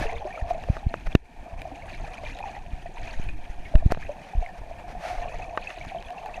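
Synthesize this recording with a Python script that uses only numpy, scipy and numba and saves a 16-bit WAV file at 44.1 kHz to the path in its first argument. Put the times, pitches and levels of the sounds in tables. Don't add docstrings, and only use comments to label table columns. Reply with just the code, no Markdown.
import sys
import numpy as np
from scipy import signal
from scipy.fft import rfft, irfft, next_fast_len
from scipy.io import wavfile
from scipy.ndimage import uniform_filter1d
from numba import njit

SR = 44100
rng = np.random.default_rng(int(sys.argv[2]) if len(sys.argv) > 2 else 0)


def wav_record(signal):
    frames = np.transpose(np.atleast_2d(signal))
    bounded = np.clip(frames, -1, 1)
    quanta = np.round(bounded * 32767).astype(np.int16)
    wavfile.write(sys.argv[1], SR, quanta)


def how_loud(loudness_db):
    steps = np.asarray(loudness_db, float) / 20
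    return 10 ** steps


N = 282223


def level(x, db):
    return x * how_loud(db) / np.sqrt(np.mean(x ** 2))


def coloured(spectrum):
    hz, db = np.transpose(spectrum)
    size = next_fast_len(N)
    bin_hz = np.arange(size // 2 + 1) * SR / size + 1e-3
    gain = how_loud(np.interp(np.log(bin_hz), np.log(hz), db))
    white = rng.standard_normal(size)
    return level(irfft(rfft(white) * gain, size)[:N], 0)


def walk(rate):
    hold = int(SR / rate)
    steps = np.repeat(rng.standard_normal(N // 50)[:N // hold + 1], hold)
    return 1.3 * uniform_filter1d(uniform_filter1d(steps, hold), hold)[:N]


def hump(t, rise, fall):
    return np.exp(-.5 * (t / np.where(t < 0, rise, fall)) ** 2)


@njit
def ring(n, at, hz, size, t60, glide, rise):
    out = np.zeros(n)
    for k in range(len(at)):
        start, length, phase = int(at[k] * SR), int(t60[k] * SR), 0.
        for i in range(min(length, n - start)):
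            phase += 2 * np.pi * hz[k] * (1 + glide * i / length) / SR
            decay = 1000. ** (-i / length)
            swell = 1 - np.exp(-i / (rise * SR))
            out[start + i] += size[k] * np.sin(phase) * decay * swell
    return out


# time_s [s], large_bubbles_db [dB], fine_bubbles_db [dB], flow_past_membrane_db [dB]
WATER_COURSE = [(0.0, -35.5, -42, -29.5), (0.16, -39.5, -49.5, -42), (0.3, -39.5, -46.5, -43),
                (0.48, -40.5, -52.5, -38.5), (1.0, -55.5, -53, -40), (1.14, -64, -55.5, -37),
                (1.32, -56, -57, -47.5), (1.49, -46.5, -56.5, -43), (1.69, -46, -52.5, -42),
                (2.07, -45, -47.5, -38.5), (2.42, -43.5, -47.5, -39), (2.58, -47, -51, -45.5),
                (2.78, -56.5, -52, -43.5), (3.12, -45.5, -47, -37.5), (3.33, -56.5, -54, -35.5),
                (3.56, -54, -53, -44), (3.83, -50.5, -56.5, -31.5), (3.94, -55, -45.5, -33.5),
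                (4.13, -47, -55.5, -42.5), (4.37, -47.5, -51.5, -62), (4.51, -47, -57, -46),
                (4.7, -49.5, -55, -40.5), (4.94, -48, -63, -40.5), (5.08, -46, -58, -36.5),
                (5.22, -38.5, -48, -37), (5.38, -39, -49.5, -36), (5.69, -46, -47, -40.5),
                (5.92, -49.5, -50.5, -44.5), (6.15, -39.5, -52, -47.5), (6.4, -44, -54, -42.5)]


def water_course():
    time_s, *columns = np.transpose(WATER_COURSE)
    return [np.interp(np.arange(N) / SR, time_s, column) for column in columns]


# [dB, relative]
HOUSING_RESONANCES = [(711, 81, -6.5), (1800, 430, -12), (2498, 324, -5.5), (4340, 1060, -19),
                      (6390, 730, -16.5), (10400, 1400, -24)]


def housing(x):
    out, sign = 0, 1
    for hz, width_hz, db in HOUSING_RESONANCES:
        out = out + sign * how_loud(db) * signal.lfilter(*signal.iirpeak(hz, hz / width_hz, SR), x)
        sign = -sign
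    return out


def swarm(patches, count, low_hz, high_hz, cycles, spread_db, patchy_db):
    at, pitch, size = rng.random((count, 3)).T
    hz = low_hz * (high_hz / low_hz) ** pitch
    patch = patches[(at * (N - 1)).astype(int)]
    sizes = how_loud(-spread_db * np.log(1 - .998 * size) + patchy_db * patch)
    return ring(N, at * N / SR, hz, sizes, cycles / hz, 0.35, 0.00015)


# [dB per Hz, relative]
WASH_SPECTRUM = [(530, -12.5), (900, -0.5), (1160, -24.5), (1820, -7.5), (2020, -25), (2360, -7),
                 (2860, -23), (10300, -35), (14400, -42.5), (15500, -47)]


def wash(clouds):
    return coloured(WASH_SPECTRUM) * how_loud(-53 + 1.4 * clouds)


def bubbling(large_db, fine_db):
    slosh = walk(14)
    clouds = .7 * (walk(24) + walk(70))
    gurgle = swarm(slosh, count=500, low_hz=142.4, high_hz=461, cycles=17.5, spread_db=2.2, patchy_db=-2.0)
    large = swarm(slosh, count=1700, low_hz=407.7, high_hz=1169, cycles=46.0, spread_db=-0.5, patchy_db=0.5)
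    small = swarm(clouds, count=5000, low_hz=1157, high_hz=3198, cycles=55.5, spread_db=3.0, patchy_db=4.0)
    fizz = swarm(clouds, count=20000, low_hz=2927, high_hz=13300, cycles=25, spread_db=3.5, patchy_db=2.5)
    snaps = swarm(clouds, count=250, low_hz=4000, high_hz=13000, cycles=5, spread_db=2.5, patchy_db=2.4)
    fine = level(housing(fizz), 0) + level(housing(snaps), -18)
    out = level(gurgle, -54)
    out = out + how_loud(large_db + 2) * level(housing(large), 0)
    out = out + how_loud(fine_db - 1.1) * level(housing(small), 0)
    out = out + how_loud(fine_db - 9) * fine
    return out + wash(clouds)


# [dB per Hz, relative]
SWIRL_SPECTRUM = [(8.8, -55), (15, 8), (70, -7), (141, -15.5), (189, -25), (300, -24), (390, -26.5),
                  (660, -120)]


def swirl(flow_db):
    return coloured(SWIRL_SPECTRUM) * how_loud(flow_db + 3.4 * walk(24))


# pitch_hz [Hz], level_db [dB rms before the swell], swell_db [dB]
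WHINES = [(5844, -83, 1), (8781, -83, 4), (11688, -93, 0), (11718, -93, 0), (14625, -97, 0)]


def electronics():
    t = np.arange(N) / SR
    swell = hump(t - 3.3, .45, .45)
    out = np.zeros(N)
    for hz, db, swell_db in WHINES:
        out += np.sqrt(2) * how_loud(db + swell_db * swell) * np.sin(2 * np.pi * hz * t)
    return out


# [dB per Hz, relative]
BRUSH_SPECTRUM = [(320, -61), (550, -10.5), (707, -3), (1000, -21), (1220, -20), (1660, -19), (2520, -19),
                  (2860, -27), (6250, -34), (7500, -42.5), (9910, -42.5), (14500, -56), (15500, -69)]
# peak_s [s], level_db [dB before the grit], rise_s [s], fall_s [s]
BRUSH_STROKES = [(0.028, -30, 0.035, 0.019), (.501, -36.5, 0.0087, 0.011), (.76, -45, 0.073, .015),
                 (1.07, -38.5, 0.0067, 0.0055), (1.123, -44, 0.013, 0.01), (3.06, -49.5, 0.016, 0.035),
                 (3.735, -47.5, 0.048, .01), (3.916, -33, 0.0064, 0.0081), (4.29, -46, 0.068, 0.01),
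                 (4.579, -44, 0.0056, .012), (4.901, -43.5, .02, 0.029), (5.079, -33.5, 0.049, 0.049),
                 (5.19, -45, 0.013, 0.022), (5.714, -43.5, 0.012, 0.015), (5.849, -42, 0.0066, 0.0028)]


def brushes():
    t = np.arange(N) / SR
    strokes = sum(how_loud(db) * hump(t - peak_s, rise_s, fall_s) for peak_s, db, rise_s, fall_s in BRUSH_STROKES)
    return coloured(BRUSH_SPECTRUM) * how_loud(1.2 * walk(82)) * strokes


# [s, held within limits when played]
CLOSE_BUBBLES = [(0.014, -18, 260, 0.014), (0.023, -29.5, 1726, 0.066), (0.053, -29, 440, 0.1),
                 (0.0682, -22, 2610, 0.0084), (0.092, -25, 825, 0.019), (0.127, -38, 2430, .016),
                 (0.129, -36.5, 457, 0.29), (0.131, -23, 713, 0.027), (0.156, -37, 3560, .014),
                 (0.182, -34.5, 3430, 0.012), (0.17, -39, 2300, .025), (0.2175, -27, 792, 0.046),
                 (0.249, -31.5, 362, 0.077), (0.251, -27.5, 599, .1), (0.3057, -36, 1800, 0.049),
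                 (0.3257, -32.5, 2345, 0.032), (0.3521, -34, 2260, 0.047), (0.3765, -30.5, 1280, .025),
                 (0.413, -32.5, 1800, 0.022), (0.508, -15, 693, .05), (0.547, -28, 644, 0.11),
                 (0.687, -17, 590, 0.014), (0.79, -42.5, 3800, .015), (0.83, -34.5, 800, .07),
                 (0.89, -44, 4100, 0.027), (0.906, -36.5, 677, 0.14), (1.1194, -25.5, 2410, 0.0097),
                 (1.1267, -33, 3330, .012), (1.429, -37.5, 240, .036), (1.6177, -23.5, 2370, 0.009),
                 (1.653, -27.5, 696, 0.04), (1.715, -32, 745, 0.057), (1.719, -37.5, 280, 0.13),
                 (1.8218, -32, 2180, 0.019), (2.041, -30, 783, .042), (2.235, -31, 605, 0.065),
                 (2.2588, -34, 2350, .073), (2.3486, -37, 3700, 0.015), (2.404, -24.5, 762, .029),
                 (2.4269, -32, 2445, .035), (2.439, -22, 866, 0.028), (2.455, -31.5, 783, 0.17),
                 (2.566, -30.5, 790, 0.065), (2.858, -28, 670, 0.052), (2.8659, -38.5, 1850, .03),
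                 (2.97, -32.5, 934, 0.036), (3.1093, -35, 4320, 0.012), (3.2869, -33.5, 2440, 0.063),
                 (3.1348, -39, 1560, 0.03), (3.655, -38.5, 2170, 0.065), (3.663, -43, 1880, .06),
                 (3.74, -24, 621, 0.093), (3.824, -28, 660, 0.046), (4.092, -23.5, 577, 0.078),
                 (4.334, -30, 772, 0.052), (4.425, -27, 700, 0.082), (4.4618, -21.5, 2120, 0.0094),
                 (4.4877, -39, 1780, 0.047), (4.711, -29, 664, 0.051), (4.95, -29, 714, 0.066),
                 (5.1, -27, 711, 0.16), (5.222, -39, 1800, .06), (5.2345, -34, 2620, .015),
                 (5.2839, -30, 2480, 0.016), (5.323, -40, 2560, 0.043), (5.4216, -35.5, 2530, 0.058),
                 (5.6261, -34, 2450, 0.03), (5.672, -22.5, 2530, 0.029), (5.7663, -37.5, 2420, 0.022),
                 (5.8117, -28.5, 2240, 0.026), (5.919, -28.5, 756, .06), (5.947, -23.5, 692, 0.063),
                 (5.959, -26.5, 668, 0.099), (5.9843, -36.5, 3070, 0.019), (6.0482, -42, 3340, .013),
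                 (6.064, -40.5, 3300, 0.023), (6.16, -33, 690, 0.033), (6.1804, -33, 2630, 0.023),
                 (6.259, -29, 827, 0.067), (6.3415, -33, 2580, 0.031)]


def bubbles():
    start_s, db, hz, t60_s = np.array(CLOSE_BUBBLES, float).T.copy()
    return ring(N, start_s, hz, how_loud(db + 3), np.clip(t60_s, .004, .3), 0.11, 0.00099)


# peak_s [s], peak [share of full scale, minus = outward],
# rise_ms [ms], fall_ms [ms], rebound_ms [ms]
MEMBRANE_PUSHES = [(0.062, -0.098, 8.6, 6.1, 20), (0.163, -.079, 3.4, 5.1, 24), (0.4254, 0.12, 2.1, 4.4, 2),
                   (0.7009, .376, 1.8, 1.14, 2.4), (0.866, -0.12, 2.7, 0.9, 13),
                   (0.8692, 0.26, 1.15, 2.9, 6.2), (1.065, -.063, 3.5, 3.6, 11),
                   (1.0788, .112, 2.3, 6.9, 24), (1.152, -1.05, .5, .6, 2.4), (1.157, .14, 1.5, 4, 30),
                   (1.534, -0.056, 2.7, 3, 7.3), (2.7355, 0.083, 1.3, 5.1, 7),
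                   (3.182, -.15, 6.6, 17.4, 11.4), (3.198, -.1, 1.7, .58, 9.2), (3.3, -0.098, 9.5, 14, 35),
                   (3.404, 0.03, 18.3, 9.6, 10.4), (3.503, -0.074, 1.9, 6.2, 18),
                   (3.592, .067, 4.3, 13, 79), (3.751, .2, 2.5, 2.1, 15), (3.7549, .95, 1.3, 4.2, 10),
                   (3.785, -0.12, 11, 6.2, 50), (3.849, 0.093, 13, 6, 32), (3.8612, 0.54, 2.3, 1.04, 3.1),
                   (3.908, 0.09, .89, 3, 11), (3.922, -0.13, 0.33, 24, 22), (3.974, 0.093, 0.63, 0.91, 1.1),
                   (4.354, -.106, 1.34, 2.9, 6.2), (4.376, .133, 4.9, 5.2, 42),
                   (4.3844, -0.3, 3.9, 4.3, 10.5), (4.417, -.106, 2.9, 11, 24),
                   (5.183, -.063, 5.8, 7.7, 7.5), (5.352, -0.022, 3, 5.3, 6.6),
                   (5.87, -.03, 1.1, 0.83, 2.2)]


def pushes():
    out = np.zeros(N + SR)
    ms = np.arange(-.04, .3, 1 / SR) * 1000
    for peak_s, peak, rise_ms, fall_ms, rebound_ms in MEMBRANE_PUSHES:
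        push = hump(ms, rise_ms, fall_ms)
        keep = np.exp(-1000 / (rebound_ms * SR))
        leak = signal.lfilter([(1 - keep) ** 2], [1, -2 * keep, keep ** 2], push)
        felt = push - leak
        i = int(peak_s * SR) - felt.argmax()
        out[i:i + len(ms)] += peak * felt / felt.max()
    return out[:N]


# pitch_hz [Hz before detuning], level_db [dB, relative], t60_s [s before stretch]
CASE_MODES = [(460, 18, 0.0068), (670, 4, 0.03), (923, 2, 0.015), (1142, 9, 0.015), (1560, -7, 0.024),
              (1780, -3, 0.018), (2190, -8.5, 0.023), (2610, -2, 0.013), (3300, -6.5, 0.01)]
# [dB, relative]
CASE_KNOCKS = [(0.638, -27, 1800, 0.52, -40), (0.7674, -20, 990, 1.07, -52),
               (0.9404, -11.5, 1020, 0.42, -56), (1.07, -25.5, 1170, 0.41, -44),
               (1.1505, -9.5, 950, .6, -28), (1.1523, -9.5, 2700, .5, -27), (1.618, -27.5, 2800, 0.34, -38),
               (2.388, -30.5, 3300, 0.52, -38), (3.289, -30, 2370, 0.94, -43),
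               (3.7548, -16.5, 2040, 0.41, -36), (3.862, -43, 2010, .48, -34.5),
               (3.9045, -25, 1100, 0.64, -57), (3.9209, -8, 810, 0.48, -22.5),
               (3.947, -20, 1570, 0.41, -52), (3.9729, -18.5, 587, 0.81, -54),
               (5.5746, -11, 1300, 1.08, -51), (5.7028, -24, 2170, 0.97, -52),
               (5.849, -32.5, 1500, 1.4, -46), (6.025, -28, 3300, 0.11, -50), (6.105, -28, 2300, 0.39, -42),
               (6.259, -34.5, 2220, 2.1, -38)]


def knocks():
    out = np.zeros(N + SR)
    t = np.arange(SR // 10) / SR
    hz, mode_db, t60_s = np.array(CASE_MODES).T.copy()
    grit = signal.butter(1, [2500, 8000], "band", fs=SR)
    crack_shape = t / 0.00034 * np.exp(1 - t / 0.00026)
    for start_s, peak_db, region_hz, stretch, crack_db in CASE_KNOCKS:
        detune = 1 + .015 * rng.standard_normal(len(hz))
        sizes = how_loud(mode_db - 12 * np.log2(hz / region_hz) ** 2)
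        touch = ring(len(t), 0 * hz, hz * detune, sizes, t60_s * stretch, 0., 0.0002)
        hit = .45 * touch - np.roll(touch, int(.0009 * SR))
        crack = signal.lfilter(*grit, rng.standard_normal(len(t))) * crack_shape
        blow = how_loud(peak_db) * hit / np.abs(hit).max() + how_loud(crack_db) * crack
        out[int(start_s * SR):][:len(t)] += blow
    return out[:N]


def scene():
    large_db, fine_db, flow_db = water_course()
    water = bubbling(large_db, fine_db) + swirl(flow_db)
    contacts = brushes() + pushes() + knocks()
    return (water + electronics() + bubbles() + contacts)[None]


@njit
def limiter(x, heard, top, release, slew):
    y, envelope, gain = np.empty(len(x)), 0., 1.
    for i in range(len(x)):
        envelope = max(abs(heard[i]), envelope * (1 - release))
        gain += (min(1., top / (envelope + 1e-9)) - gain) * slew
        y[i] = x[i] * gain
    return y


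def band_limit(x):
    return signal.sosfilt(signal.butter(12, 16420, fs=SR, output="sos"), x)


def record(dry):
    heard = signal.sosfilt(signal.butter(2, 120, "high", fs=SR, output="sos"), dry[0])
    held = limiter(dry[0], heard, .3, 1 / (.3 * SR), 1 / (.015 * SR))
    cut = signal.sosfilt(signal.ellip(8, .2, 60, 15300, fs=SR, output="sos"), held)
    return band_limit(np.clip(cut, -1, 1)[None])


dry = scene()
out = record(dry)
wav_record(out)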